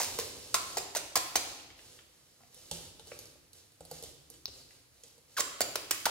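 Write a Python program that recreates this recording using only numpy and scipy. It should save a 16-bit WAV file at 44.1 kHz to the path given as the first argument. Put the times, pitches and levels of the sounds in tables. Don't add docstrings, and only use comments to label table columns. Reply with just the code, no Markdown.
import sys
import numpy as np
from scipy import signal
from scipy.fft import rfft, irfft
from scipy.io import wavfile
from scipy.ndimage import uniform_filter1d

SR = 44100
rng = np.random.default_rng(int(sys.argv[2]) if len(sys.argv) > 2 else 0)


def unload_audio(sound):
    columns = np.transpose(np.atleast_2d(sound))
    steps = np.round(np.clip(columns, -1, 1) * 32767)
    wavfile.write(sys.argv[1], SR, steps.astype(np.int16))


N = 269010
TIME = np.arange(N) / SR
AGE = TIME[:SR // 4]
AGE_MS = AGE * 1000
TOP_HZ = 15700


def undb(db):
    return 10 ** (np.asarray(db) / 20)


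def unit(x):
    return x / np.sqrt(np.mean(x ** 2))


def colour(x, points, size=2048):
    hz, db = np.transpose(points)
    bins_hz = np.maximum(np.fft.rfftfreq(size, 1 / SR), 1)
    gain = undb(np.interp(np.log(bins_hz), np.log(hz), db))
    cepstrum = irfft(np.log(gain))
    cepstrum[1:size // 2] *= 2
    cepstrum[size // 2 + 1:] = 0
    return signal.fftconvolve(x, irfft(np.exp(rfft(cepstrum))))[:len(x)]


def band(x, hz, octaves):
    edges = np.clip(hz * 2 ** (np.array([-.5, .5]) * octaves), 20, SR * .45)
    return signal.sosfilt(signal.butter(3, edges, "band", fs=SR, output="sos"), x)


def add(track, s, sound):
    start = max(int(s * SR), 0)
    track[start:start + len(sound)] += sound[:N - start]


def crackle(count, spread_db):
    noise = rng.standard_normal(count)
    grain_db = spread_db * rng.standard_normal(count // 16 + 1)
    return unit(noise * undb(np.repeat(grain_db, 16)[:count]))


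def wobble(size):
    return unit(uniform_filter1d(rng.standard_normal(len(AGE)), size=size))


def impact(grain, decay_s):
    force = grain * rng.standard_normal(len(AGE)) * np.exp(-AGE / decay_s)
    force[0] = 1
    return force


def cavity(hz, ring_ms, sag=0.253, overtone_db=-13, overtone_ratio=2.2):
    unsteady = 1 + .15 * wobble(size=60)
    pitch_hz = hz * unsteady * (1 - sag * np.tanh(AGE_MS / 11))
    phase = 2 * np.pi * np.cumsum(pitch_hz) / SR
    fade = np.exp(-(AGE_MS / ring_ms) ** 1.64)
    return (np.sin(phase) + undb(overtone_db) * np.sin(overtone_ratio * phase)) * fade


# f/Hz, gain/dB
SNAP_COLOUR = [(100, -21), (400, -5), (1200, 13.5), (2000, 4), (2900, 8), (4200, 0.5), (6500, -15),
               (9000, 12), (15000, 3)]
SPRAY_COLOUR = [(100, -15.5), (500, 2), (1200, -1.5), (2000, 5), (2900, 0), (4700, 8.5), (7000, 7.5),
                (9000, 3.5), (15000, -6)]
# t/s, snap level/dB, ring level/dB, ring f/Hz, ring decay/ms,
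# spray level/dB, spray decay/ms, gap to the second pop/ms, pop level/dB
LIP_SMACKS = [(0.002, -50, -27.5, 938, 6.9, -33, 51, 12.5, -35.5),
              (0.1883, -22.5, -25.5, 570, 5.9, -35.5, 21, 1, -43.5),
              (0.543, -22.5, -23.5, 1250, 10.3, -24, 13.4, 2.75, -30.5),
              (0.770, -49, -26, 712, 6.9, -33.5, 12.7, 7.8, -30),
              (0.9499, -27, -33, 1060, 5.2, -32.5, 21.4, 13.3, -27),
              (1.1554, -24, -23.5, 1300, 6.5, -23, 13.7, 9.4, -24),
              (1.3561, -21, -19, 1025, 1.6, -22, 7.8, 2.47, -27),
              (5.394, -42, -29.5, 710, 3.1, -31, 15.2, 8, -33),
              (5.6066, -17.5, -19.5, 717, 3.2, -24, 2.8, 4.7, -43),
              (5.7562, -21, -23.5, 850, 0.53, -29, 5.8, 2.93, -32.5),
              (5.9096, -16.5, -31, 1565, 2.7, -21.5, 5.7, 2.6, -96),
              (6.0554, -26, -24, 1455, 5.3, -22, 6.3, 9.9, -19.5)]


def smacks(snap_boost_db=4, pop_snap_db=-5.5, pop_pitch_ratio=0.611, pop_ring_ms=4.85, spots=3):
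    snaps, rings, *sprays = np.zeros((2 + spots, N))
    for s, snap_db, ring_db, hz, ring_ms, spray_db, spray_ms, gap_ms, pop_db in LIP_SMACKS:
        snap = undb([snap_db + snap_boost_db])
        add(snaps, s, snap)
        add(rings, s, undb(ring_db) * cavity(hz, ring_ms))
        pop_s = s + gap_ms / 1000
        add(snaps, pop_s, undb(pop_snap_db) * snap)
        add(rings, pop_s, undb(pop_db) * cavity(hz * pop_pitch_ratio, pop_ring_ms))
        fade = np.exp(-(AGE_MS / spray_ms) ** 1.23)
        spray_rms = undb(spray_db) * np.sqrt(np.mean(fade ** 2))
        for spot in sprays:
            add(spot, s, spray_rms * unit(crackle(len(AGE), spread_db=6.5) * fade))
    hollow = band(rings, hz=900, octaves=2.93)
    wet_film = [colour(spot, SPRAY_COLOUR) / np.sqrt(spots) for spot in sprays]
    return [hollow, -colour(snaps, SNAP_COLOUR)] + wet_film


# t/s, starting f/Hz, glide/(octaves per s), length/ms, level/dB
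THIN_SQUEAKS = [(0.000, 7080, -23, 1.8, -24), (0.781, 7300, -1, 6.3, -29.5), (0.968, 6260, -2, 4.7, -27.5),
                (0.968, 8600, -7, 11.5, -34), (1.1738, 7450, -5, 4.6, -24.5), (1.365, 6570, -17, 9.6, -31),
                (4.191, 8550, -0.8, 117, -74), (5.367, 1826, -39, 25, -31.5), (5.403, 7630, -6.5, 8.7, -29),
                (5.402, 5100, -24, 7.3, -32.5), (5.6132, 7410, -13, 8.9, -23.5),
                (5.613, 4840, -11, 14, -35)]


def squeaks(overtone_db=-10, fizz_db=-7, waver=0.051):
    tones, fizz = np.zeros((2, N))
    for s, hz, glide, length_ms, db in THIN_SQUEAKS:
        progress = np.minimum(AGE_MS / length_ms, 1)
        arch = 2 * np.sqrt(progress * (1 - progress))
        swell = undb(db) * arch * (1 + .3 * wobble(size=40))
        unsteady = waver / np.sqrt(length_ms) * wobble(size=12)
        pitch_hz = hz * 2 ** (glide * AGE) * (1 + unsteady)
        phase = 2 * np.pi * np.cumsum(pitch_hz) / SR
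        overtones = sum(np.sin(k * phase) for k in range(2, 5) if k * hz < TOP_HZ / 2)
        add(tones, s, swell * (np.sin(phase) + undb(overtone_db) * overtones))
        add(fizz, s, swell * crackle(len(AGE), spread_db=4))
    return tones + undb(fizz_db) * colour(fizz, SPRAY_COLOUR)


def envelope(s, attack_s, hold_s, release_s):
    age = np.maximum(TIME - s, 0)
    return (1 - np.exp(-age / attack_s)) * np.exp(-np.maximum(age - hold_s, 0) / release_s)


# f/Hz, relative level/dB
WASH_COLOUR = [(60, -13), (200, -5), (500, 5), (1100, -9), (2500, -9), (4500, 1), (7000, 0.5),
               (10000, -2.5), (15000, -15.5)]
# t/s, hold/s, relative level/dB
WASH_SWELLS = [(0.0, 0.25, -46), (0.254, 0.38, -53), (0.632, 0.18, -49), (1.397, 0.083, -51),
               (1.757, .2, -59), (2.062, 0.45, -70), (2.508, 0.22, -59), (2.753, 0.077, -53),
               (3.04, 0.076, -55), (3.527, 0.044, -59.5), (3.891, 0.081, -53.5), (4.502, 0.092, -57.5),
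               (4.682, 0.03, -60), (4.909, 0.21, -68.5), (5.27, 0.11, -63)]


def hissy_wash(gain_db=-0.5, tail_db=-18, rustle_db=-71.5):
    swell_power = sum((undb(db) * envelope(s, attack_s=0.028, hold_s=hold_s, release_s=0.07)) ** 2
                      for s, hold_s, db in WASH_SWELLS)
    tail_power = sum((undb(claw_db + tail_db) * envelope(s, 0.024, hold_s=0, release_s=0.047)) ** 2
                     for s, _, _, claw_db, _ in FOOTFALLS)
    level = np.sqrt(swell_power + tail_power + undb(rustle_db) ** 2)
    hiss = unit(colour(crackle(N, spread_db=3), WASH_COLOUR))
    return undb(gain_db) * level * hiss


# pad level/dB, board f/Hz, claw level/dB, claw f/Hz
SOFT_FOOTFALL = (-62, 466, -42.5, 1995)


def shuffle(start_s=1.2, end_s=2, count=7, scatter_db=2.5):
    pad_db, board_hz, claw_db, claw_hz = SOFT_FOOTFALL
    times = start_s + (end_s - start_s) * (np.arange(count) + rng.random(count)) / count
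    offsets_db = scatter_db * rng.standard_normal(count)
    return [(s, pad_db + db, board_hz, claw_db + db, claw_hz) for s, db in zip(times, offsets_db)]


# multiple of the board's pitch, relative level/dB, t60/s
BOARD_MODES = [(0.151, -25.5, 0.17), (0.287, -19.5, 0.3), (.58, -60, 0.086), (.78, -10, 0.073),
               (.96, 8, 0.039), (1.122, 0, 0.031), (1.322, -16, 0.21)]


def floorboard(hz, detune=0.026):
    ring = 0
    for ratio, db, t60 in BOARD_MODES:
        mode_hz = hz * ratio * (1 + detune * rng.standard_normal())
        ring += undb(db) * np.cos(2 * np.pi * mode_hz * AGE) * np.exp(-np.log(1000) * AGE / t60)
    return ring


# t/s, pad level/dB, board f/Hz, claw level/dB, claw f/Hz
FOOTFALLS = [(2.406, -51, 874, -54, 1215), (2.434, -54.5, 730, -51, 1390), (2.545, -76, 503, -39, 6600),
             (2.7129, -35, 588, -20, 5870), (2.9957, -46.5, 537, -37, 5070), (3.072, -53, 489, -41, 6880),
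             (3.117, -37.5, 513, -31.5, 1220), (3.1899, -50, 384, -30.5, 7000),
             (3.256, -58, 406, -38, 6100), (3.357, -56.5, 402, -70, 6075), (3.532, -94, 500, -39, 6440),
             (3.72, -67, 516, -50, 5970), (3.8066, -41.5, 566, -39, 5830), (3.8516, -53, 536, -38, 6500),
             (3.9131, -36, 544, -29, 7250), (4.0257, -44.5, 511, -31.5, 7040),
             (4.037, -46.5, 470, -29.5, 5900), (4.3014, -53, 483, -34, 7850), (4.34, -55.5, 378, -44, 5070),
             (4.48, -46.5, 456, -36, 4530), (4.7078, -75, 500, -44.5, 2620),
             (5.0363, -55, 510, -35.5, 5700), (5.18, -58.5, 512, -48.5, 6100)]


def steps(thud_gain_db=-22, tick_gain_db=-31.5, pad_cutoff_hz=1000):
    thuds, ticks = np.zeros((2, N))
    for s, pad_db, board_hz, claw_db, claw_hz in FOOTFALLS + shuffle():
        board = floorboard(board_hz)
        push = impact(grain=0.14, decay_s=0.0056)
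        skid = impact(grain=0.36, decay_s=0.0015)
        thud = signal.fftconvolve(board, push)[:len(AGE)]
        add(thuds, s, undb(pad_db + thud_gain_db) * unit(thud))
        add(ticks, s, undb(claw_db + tick_gain_db) * unit(band(skid, claw_hz, octaves=1.68)))
    soft_pad = signal.butter(2, pad_cutoff_hz, fs=SR, output="sos")
    return signal.sosfilt(soft_pad, thuds) + ticks


def dry_click(s=4.4565, hz=4750, decay_s=0.0006, ring_db=-49, crack_db=-61):
    track = np.zeros(N)
    ring = band(impact(grain=0.021, decay_s=decay_s), hz, octaves=0.55)
    crack = rng.standard_normal(len(AGE)) * np.exp(-AGE / decay_s)
    add(track, s, undb(ring_db) * unit(ring) + undb(crack_db) * unit(crack))
    return track


def direct(x, lag_samples=3):
    return np.array([x, np.pad(x, (lag_samples, 0))[:N]])


def close_pair(pair, alike=0.82, alike_hz=800):
    likeness = alike * np.exp(-(np.fft.rfftfreq(N, 1 / SR) / alike_hz) ** 2)
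    mid, side = rfft(pair) * np.sqrt([(1 + likeness) / 2, (1 - likeness) / 2])
    return irfft(np.array([mid + side, mid - side]), N)


# f/Hz, gain/dB
ECHO_COLOUR = [(35, 11), (80, 12), (130, 9.5), (210, 0), (290, 6), (450, -1), (700, -2.5), (1100, 1),
               (1400, 0.5), (2000, -1), (2700, 4), (4500, -1), (7500, -3.5), (15000, -3.5)]
# f/Hz, t60/s
ECHO_DECAY = [(100, 2.66), (400, 0.9), (1200, 0.97), (4000, 1.01), (8000, 0.73), (15000, 0.72)]


def room(sources, tail_db, early_db, early_s, build_s=0.0009):
    t = TIME[:SR]
    log_centres = np.log([hz for hz, _ in ECHO_DECAY])
    log_bins = np.log(np.fft.rfftfreq(len(t), 1 / SR) + 1)
    bands = [np.interp(log_bins, log_centres, row) for row in np.eye(len(log_centres))]
    fades = [np.exp(-np.log(1000) * t / t60) for _, t60 in ECHO_DECAY]
    build_up = 1 - np.exp(-t / build_s)
    echoes = 0
    for x in sources:
        early, late = rng.standard_normal((2, 2, len(t)))
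        tail = sum(irfft(rfft(late) * share, len(t)) * fade for share, fade in zip(bands, fades))
        response = (undb(tail_db) * tail + undb(early_db) * early * np.exp(-t / early_s)) * build_up
        echoes += signal.fftconvolve(x[None], response, axes=1)[:, :N]
    return close_pair(np.array([colour(port, ECHO_COLOUR) for port in echoes]))


# f/Hz, relative level/dB
ROOM_TONE = [(25, -21.5), (50, -14.5), (75, -0.5), (130, 0.5), (250, -5.5), (550, -10), (1200, -9),
             (2500, -9.5), (5000, -42.5), (10000, -11.5), (14800, -16.5), (16000, -24)]


def room_tone(db=-70):
    pair = np.array([colour(noise, ROOM_TONE) for noise in rng.standard_normal((2, N))])
    return undb(db) * unit(close_pair(pair, alike=0.34))


# f/Hz, left minus right level/dB
PORT_BALANCE = [(100, -0.5), (700, 0.5), (1400, 1), (2400, -1.5), (4500, 3), (6000, 0.5), (7500, -8),
                (15000, -9)]


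def scene():
    lips = smacks() + [squeaks()]
    click = dry_click()
    further = [steps(), hissy_wash()]
    sound = direct(sum(lips)) + room(lips, tail_db=-37.5, early_db=-34.5, early_s=0.031)
    sound += direct(click) + room([click], tail_db=-41.5, early_db=-36.0, early_s=0.022)
    sound += direct(sum(further)) + room(further, tail_db=-35.5, early_db=-24.5, early_s=0.0098)
    left = colour(sound[0], [(hz, db / 2) for hz, db in PORT_BALANCE])
    right = colour(sound[1], [(hz, -db / 2) for hz, db in PORT_BALANCE])
    return np.array([left, right]) + room_tone()


def record(dry, low_hz=45):
    thinned = signal.sosfilt(signal.butter(2, low_hz, "high", fs=SR, output="sos"), dry)
    return signal.sosfilt(signal.ellip(8, .2, 70, TOP_HZ, fs=SR, output="sos"), thinned)


dry = scene()
out = record(dry)
unload_audio(out)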